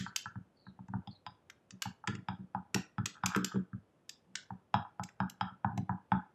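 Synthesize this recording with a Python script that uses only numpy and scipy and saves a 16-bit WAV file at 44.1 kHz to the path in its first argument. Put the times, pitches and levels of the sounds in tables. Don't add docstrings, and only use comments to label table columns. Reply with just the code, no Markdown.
import sys
import numpy as np
from scipy import signal
from scipy.fft import rfft, irfft
from scipy.io import wavfile
from scipy.ndimage import uniform_filter1d

SR = 44100
rng = np.random.default_rng(int(sys.argv[2]) if len(sys.argv) > 2 else 0)


def int16_out(signal):
    q = np.round(np.clip(np.atleast_2d(signal).T, -1, 1) * 32767)
    wavfile.write(sys.argv[1], SR, q.astype(np.int16))


N = 279594
LEAD = SR // 10

# (t/s, main ring level/dB, slant: upper ring over main ring/dB, hard edge level/dB, desk boom level/dB)
KNOCKS = [(0.0632, -38.5, 7, -66, -43.5), (0.2573, -41.5, 8, -70, -43), (0.3556, -44.5, -3.5, -81, -36.5),
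          (0.6664, -51, 7.5, -77.5, -42), (0.7894, -42, -10.5, -90, -42), (0.8844, -50, 0.5, -78, -39.5),
          (0.9362, -32, -5.5, -91.5, -30), (1.0731, -39.5, -18, -43, -39.5),
          (1.2642, -33.5, -7.5, -37, -46), (1.8553, -34.5, -6.5, -70.5, -36.5),
          (2.0389, -40.5, -3.5, -92.5, -57), (2.0776, -35.5, -3.5, -33.5, -38.5),
          (2.2849, -27.5, -6, -36, -33), (2.5472, -26.5, -11.5, -53, -35.5),
          (2.7592, -29, -14, -52.5, -57.5), (2.9816, -35.5, 2, -47, -28), (3.2357, -28.5, 3.5, -39.5, -30),
          (3.3478, -40, 16, -31, -73), (3.5574, -43, 6, -53, -63), (3.7308, -57.5, 13.5, -93, -34.5),
          (4.5044, -37, -5.5, -83.5, -39.5), (4.741, -20.5, -7, -31, -28), (4.8491, -39.5, -3.5, -81, -64),
          (4.995, -28, -9.5, -54, -35.5), (5.202, -24.5, -5, -39.5, -27.5), (5.4098, -24.5, -3.5, -32, -35),
          (5.4842, -44.5, 2.5, -76.5, -57.5), (5.645, -23.5, -5, -52, -28.5),
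          (5.7759, -34.5, -22, -61.5, -60), (5.8933, -24, -7.5, -62.5, -29),
          (6.1181, -19, -5.5, -40.5, -24)]


def amp(db):
    return 10 ** (np.asarray(db) / 20)


def unit(x):
    return x / np.sqrt(np.mean(x ** 2) + 1e-20)


def read(points, hz):
    f, value = np.transpose(points)
    return np.interp(np.log(hz + 1), np.log(f + 1), value)


def add(mix, s, sound):
    start = max(round(s * SR) + LEAD, 0)
    part = mix[start:][:len(sound)]
    part += sound[:len(part)]


def ring(modes, order, force_db=0):
    hz, db, swell_s = np.transpose(modes)[:, :, None]
    t = np.arange(SR // 5) / SR
    envelope = (t / swell_s * np.exp(1 - t / swell_s)) ** order
    swing = envelope * np.sin(2 * np.pi * hz * t)
    sign = -(-1) ** np.arange(len(hz))
    return (sign * amp(force_db)) @ (amp(db) * swing)


def jar_modes():
    # (f/Hz, relative level/dB, time to full swing before the limit below/s)
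    jar_table = [(850, 2, 0.0029), (1012.4, -15.5, 0.014), (1315, 2, 0.0018), (1607, -3.5, 0.0019),
                 (2120, -8, 0.00057), (2685, -0.5, 0.00052), (3296, -4.5, 0.0019), (3675, -7.5, 0.0048),
                 (5020, -8.5, 0.0035), (6950, -33.5, .0012)]
    modes = np.array(jar_table)
    modes[:, 2] = np.minimum(modes[:, 2], 7 / modes[:, 0])
    return modes


def air(level_db=-62):
    # (f/Hz, relative level per Hz/dB)
    air_colour = [(18, -55.5), (30, -20), (98, -4), (184, -6), (584, -12.5), (1430, -23.5), (1910, -27.5),
                  (3220, -31.5), (4080, -37), (11400, -42.5), (16000, -65.5)]
    hz = np.fft.rfftfreq(N, 1 / SR)
    spectrum = rfft(rng.standard_normal(N)) * amp(read(air_colour, hz))
    return amp(level_db) * unit(irfft(spectrum, N))


def tail(build_s=0.0019, hold_s=0.01, late_db=-24, late_t60=.6, taps_per_s=4000):
    # (f/Hz, time/s)
    band_t60 = [(150, 0.07), (900, 0.3845), (1500, 0.4146), (4000, 0.3), (7000, 0.28), (13000, 0.12)]
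    # (f/Hz, relative level/dB)
    band_db = [(100, -20.5), (220, 1.5), (400, 0), (900, -7), (1400, -2), (2300, -8.5), (4000, -5.5),
               (7000, -12), (13000, -10.5)]
    t = np.arange(SR // 2) / SR
    taps = rng.choice([-1., 1.], len(t)) * (rng.random(len(t)) < taps_per_s / SR)
    taps *= 1 - np.exp(-t / build_s)
    hz, when, z = signal.stft(taps, SR, nperseg=256)
    fall = -60 * np.maximum(when - hold_s, 0)
    early = amp(fall / read(band_t60, hz)[:, None])
    late = amp(late_db + fall / late_t60)
    z = z * np.hypot(early, late)
    z *= amp(read(band_db, hz))[:, None] / np.linalg.norm(z, axis=1, keepdims=True)
    return signal.istft(z, SR, nperseg=256)[1] / 148


def room(x, cycles_hz=1.1, count=5):
    place = cycles_hz * count * np.arange(len(x)) / SR
    out = 0
    for k in range(count):
        away = (place - k) % count - count / 2
        share = np.cos(np.pi / 2 * np.clip(away, -1, 1))
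        out = out + signal.fftconvolve(x * share, tail())[:len(x)]
    return out


def squeaks(width_hz=210):
    # (start t/s, length/s, start f/Hz, end f/Hz, level before fades/dB)
    rubs = [(.06, 0.046, 4410, 4185, -63.5), (0.547, 0.11, 4500, 4250, -73),
            (0.634, 0.088, 4200, 3920, -70), (1.099, 0.042, 4354, 4423, -63),
            (1.147, 0.026, 4020, 3970, -64.5)]
    out = np.zeros(N + LEAD)
    smooth = signal.butter(2, width_hz, fs=SR, output="sos")
    for s, length, start_hz, end_hz, db in rubs:
        count = round(length * SR)
        noise = [1, 1j] @ rng.standard_normal((2, SR // 4))
        grip = signal.sosfilt(smooth, noise)[:count]
        turns = np.cumsum(np.linspace(start_hz, end_hz, count)) / SR
        whistle = (grip * np.exp(2j * np.pi * turns)).real
        add(out, s, amp(db) * unit(whistle) * signal.windows.tukey(count, .7))
    return out


def scrape(level_db=0, slips_per_s=220, uneven_db=5, main_db=-7, edge_db=-15):
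    # (t/s, level/dB)
    drag = [(3.13, -70.5), (3.165, -49.5), (3.2, -76.5), (3.245, -47), (3.28, -56), (3.345, -42.5),
            (3.46, -66.5), (3.53, -50), (3.59, -68.5)]
    t, modes = (np.arange(N + LEAD) - LEAD) / SR, jar_modes()
    slips = (rng.random(len(t)) < slips_per_s / SR) * amp(uneven_db * rng.standard_normal(len(t)))
    pressure = amp(np.interp(t, *np.transpose(drag), left=-np.inf, right=-np.inf))
    colour = [(1050, main_db), (1250, 0.021), (1700, 0.028), (2500, edge_db)]  # (f/Hz, level/dB)
    wall = ring(modes, order=3, force_db=read(colour, modes[:, 0]))
    sound = signal.fftconvolve(unit(slips) * pressure, wall / np.linalg.norm(wall))
    return amp(level_db) * sound[:len(t)]


def booms(knock_db=(-2, -1, -2), thud_db=(-6, 0, 3), bottom_db=-1.0, lag_s=0.0013):
    # (t/s, level before trims/dB)
    thuds = [(-0.008, -34.5), (1.723, -44.5), (2.079, -36.5), (2.135, -39), (2.174, -41), (2.391, -37.5),
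             (2.745, -29.5), (3.057, -46), (3.359, -28.5), (3.423, -38.5), (3.541, -33), (3.556, -29.5),
             (4.286, -50), (4.355, -55), (5.292, -45.5), (5.508, -45), (5.731, -37), (5.757, -39.5),
             (5.776, -27)]
    # (t/s, level/dB)
    dig = [(0, -37.5), (1.7, -18.5), (2.08, -7), (2.39, -29.5), (2.75, -4), (3.4, -2), (4.3, -28.5),
           (6.3, -28)]
    # (f/Hz, level before trims/dB, time to full swing/s)
    desk_modes = [(101.4, -7, 0.012), (184, -2, 0.0045), (302, -36, 0.04)]
    # (f/Hz, level before trims/dB, time to full swing/s)
    bottom_modes = [(211.4, 0.5, 0.012), (299, -3, 0.014), (368, -7.5, 0.0077), (439, -4.5, 0.0054),
                    (660, -9, 0.00067)]
    # (delay/s, gain)
    returns = [(0, 1), (0.0131, -1.1), (0.0284, -0.91), (0.0478, 0.63)]
    desk, bottom, out = np.zeros((3, N + LEAD))
    heavy = ring(desk_modes, order=1, force_db=knock_db)
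    light = ring(desk_modes, order=1, force_db=thud_db)
    thud = ring(bottom_modes, order=1, force_db=bottom_db)
    for s, *_, db in KNOCKS:
        add(desk, s + lag_s, amp(db) * heavy)
    for s, db in thuds:
        add(desk, s, amp(db) * light)
        firm_db = np.interp(s, *np.transpose(dig))
        add(bottom, s, amp(db + firm_db) * thud)
    for delay, gain in returns:
        out += gain * np.roll(desk, round(delay * SR))
    return out + bottom


def knocks(level_db=-3, upper_db=-1, edge_db=0, main_hz=882.5, hz_per_slant_db=4, detune=0.019,
           uneven_db=3.5, grit_s=0.01, bounce_s=.005, bounce_db=-11, settle_db=-24, count=2):
    out, t = np.zeros(N + LEAD), np.arange(SR // 10) / SR
    for s, db, slant, edge, _ in KNOCKS:
        modes, upper = jar_modes(), db + slant + upper_db
        colour = [(1050, db), (1250, upper), (2050, upper), (2500, edge + edge_db)]  # (f/Hz, level/dB)
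        force_db = read(colour, modes[:, 0])
        force_db += uneven_db * rng.uniform(-1, 1, len(modes))
        modes[:, 0] *= 1 + detune * rng.uniform(-1, 1, len(modes))
        modes[0, 0] = main_hz + hz_per_slant_db * slant
        grit = .03 * rng.standard_normal(len(t))
        contact = grit * np.exp(-t / grit_s)
        contact[0] += 1
        contact[round(bounce_s * rng.uniform(.5, 1.5) * SR)] += amp(bounce_db)
        contact[rng.integers(SR // 100, len(t), count)] += amp(settle_db)
        add(out, s, signal.fftconvolve(contact, ring(modes, order=3, force_db=force_db)))
    return amp(level_db) * out


def click(body_db, top_db, chatter_s=0.0026, bounce=0.78, bounce_s=.0019):
    # (f/Hz, relative level/dB)
    rim_colour = [(250, -32.5), (600, -18), (1250, -2.5), (1800, -2), (2500, -3), (4200, -13), (5400, -8.5),
                  (7200, -7.5), (8200, -15.5), (9400, -22), (11000, -4.5), (13000, -6), (15000, -28)]
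    t = np.arange(-SR // 200, SR // 25) / SR
    hz = np.fft.rfftfreq(len(t), 1 / SR)
    rebound = t - bounce_s * rng.uniform(.8, 1.2)
    force = (t >= 0) * np.exp(-abs(t) / chatter_s)
    force += bounce * (rebound >= 0) * np.exp(-abs(rebound) / chatter_s)
    chatter = force * rng.standard_normal(len(t))
    balance = [(2400, body_db), (3300, 0), (8100, 0), (10500, top_db)]
    colour_db = read(rim_colour, hz) + read(balance, hz)
    return t[0], irfft(rfft(chatter) * amp(colour_db), len(t))


def clicks(level_db=7, body_db=4, top_db=3, jolt_db=-11, jolt_body_db=9, jolt_top_db=-25):
    rim_hits = list([(-0.025, -18, -12, -22.5), (0.1611, -19.5, -14, -16), (0.883, -56.5, 1, -27.5),
                (1.4992, -41.5, -0.5, -19), (1.7069, -37.5, -14.5, -48.5), (1.821, -21, -10.5, -20.5),
                (2.074, -29.5, -0.5, -34), (2.1516, -43, -1, -45), (2.7448, -18, -8, -21),
                (3.0573, -20.5, -13.5, -22), (3.2598, -17, -11, -20), (3.361, -29, -1.5, -16),
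                (3.445, -21, -14.5, -20), (4.0931, -30, -19, -21.5), (4.3545, -23.5, -10.5, -39.5),
                (5.035, -31, -12.5, -22.5), (5.089, -51, 4, -20), (5.2976, -36.5, -13, -11.5),
                (5.7758, -39.5, -4, -19)])
    out = np.zeros(N + LEAD)
    for s, db, body, top in rim_hits:
        start, sound = click(body + body_db, top + top_db)
        add(out, s + start, amp(db + level_db) * sound)
    for s, _, _, edge, _ in KNOCKS:
        start, sound = click(jolt_body_db, jolt_top_db)
        add(out, s + start, amp(edge + jolt_db) * sound)
    return out


def scene():
    direct = knocks() + booms() + clicks() + scrape() + squeaks()
    in_room = direct + room(direct)
    return (in_room[LEAD:] + air())[None]


def suppress(x, depth_db=-9, threshold_db=15, size=1024):
    overlap = size * 3 // 4
    z = signal.stft(x, nperseg=size, noverlap=overlap)[2]
    power = uniform_filter1d(abs(z) ** 2, size=9, axis=1)
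    background = np.percentile(power, 20, axis=2, keepdims=True)
    threshold = background * amp(threshold_db) ** 2
    opening = power ** 2 / (power ** 2 + threshold ** 2 + 1e-60)
    return signal.istft(z * amp(depth_db * (1 - opening)), nperseg=size, noverlap=overlap)[1][:, :N]


def record(dry, low_cut_hz=58, edge_hz=15900):
    thin = signal.sosfilt(signal.butter(2, low_cut_hz, "high", fs=SR, output="sos"), dry)
    band_limit = signal.firwin(511, edge_hz, window=("kaiser", 9), fs=SR)
    return signal.oaconvolve(suppress(thin), band_limit[None], "same")


dry = scene()
out = record(dry)
int16_out(out)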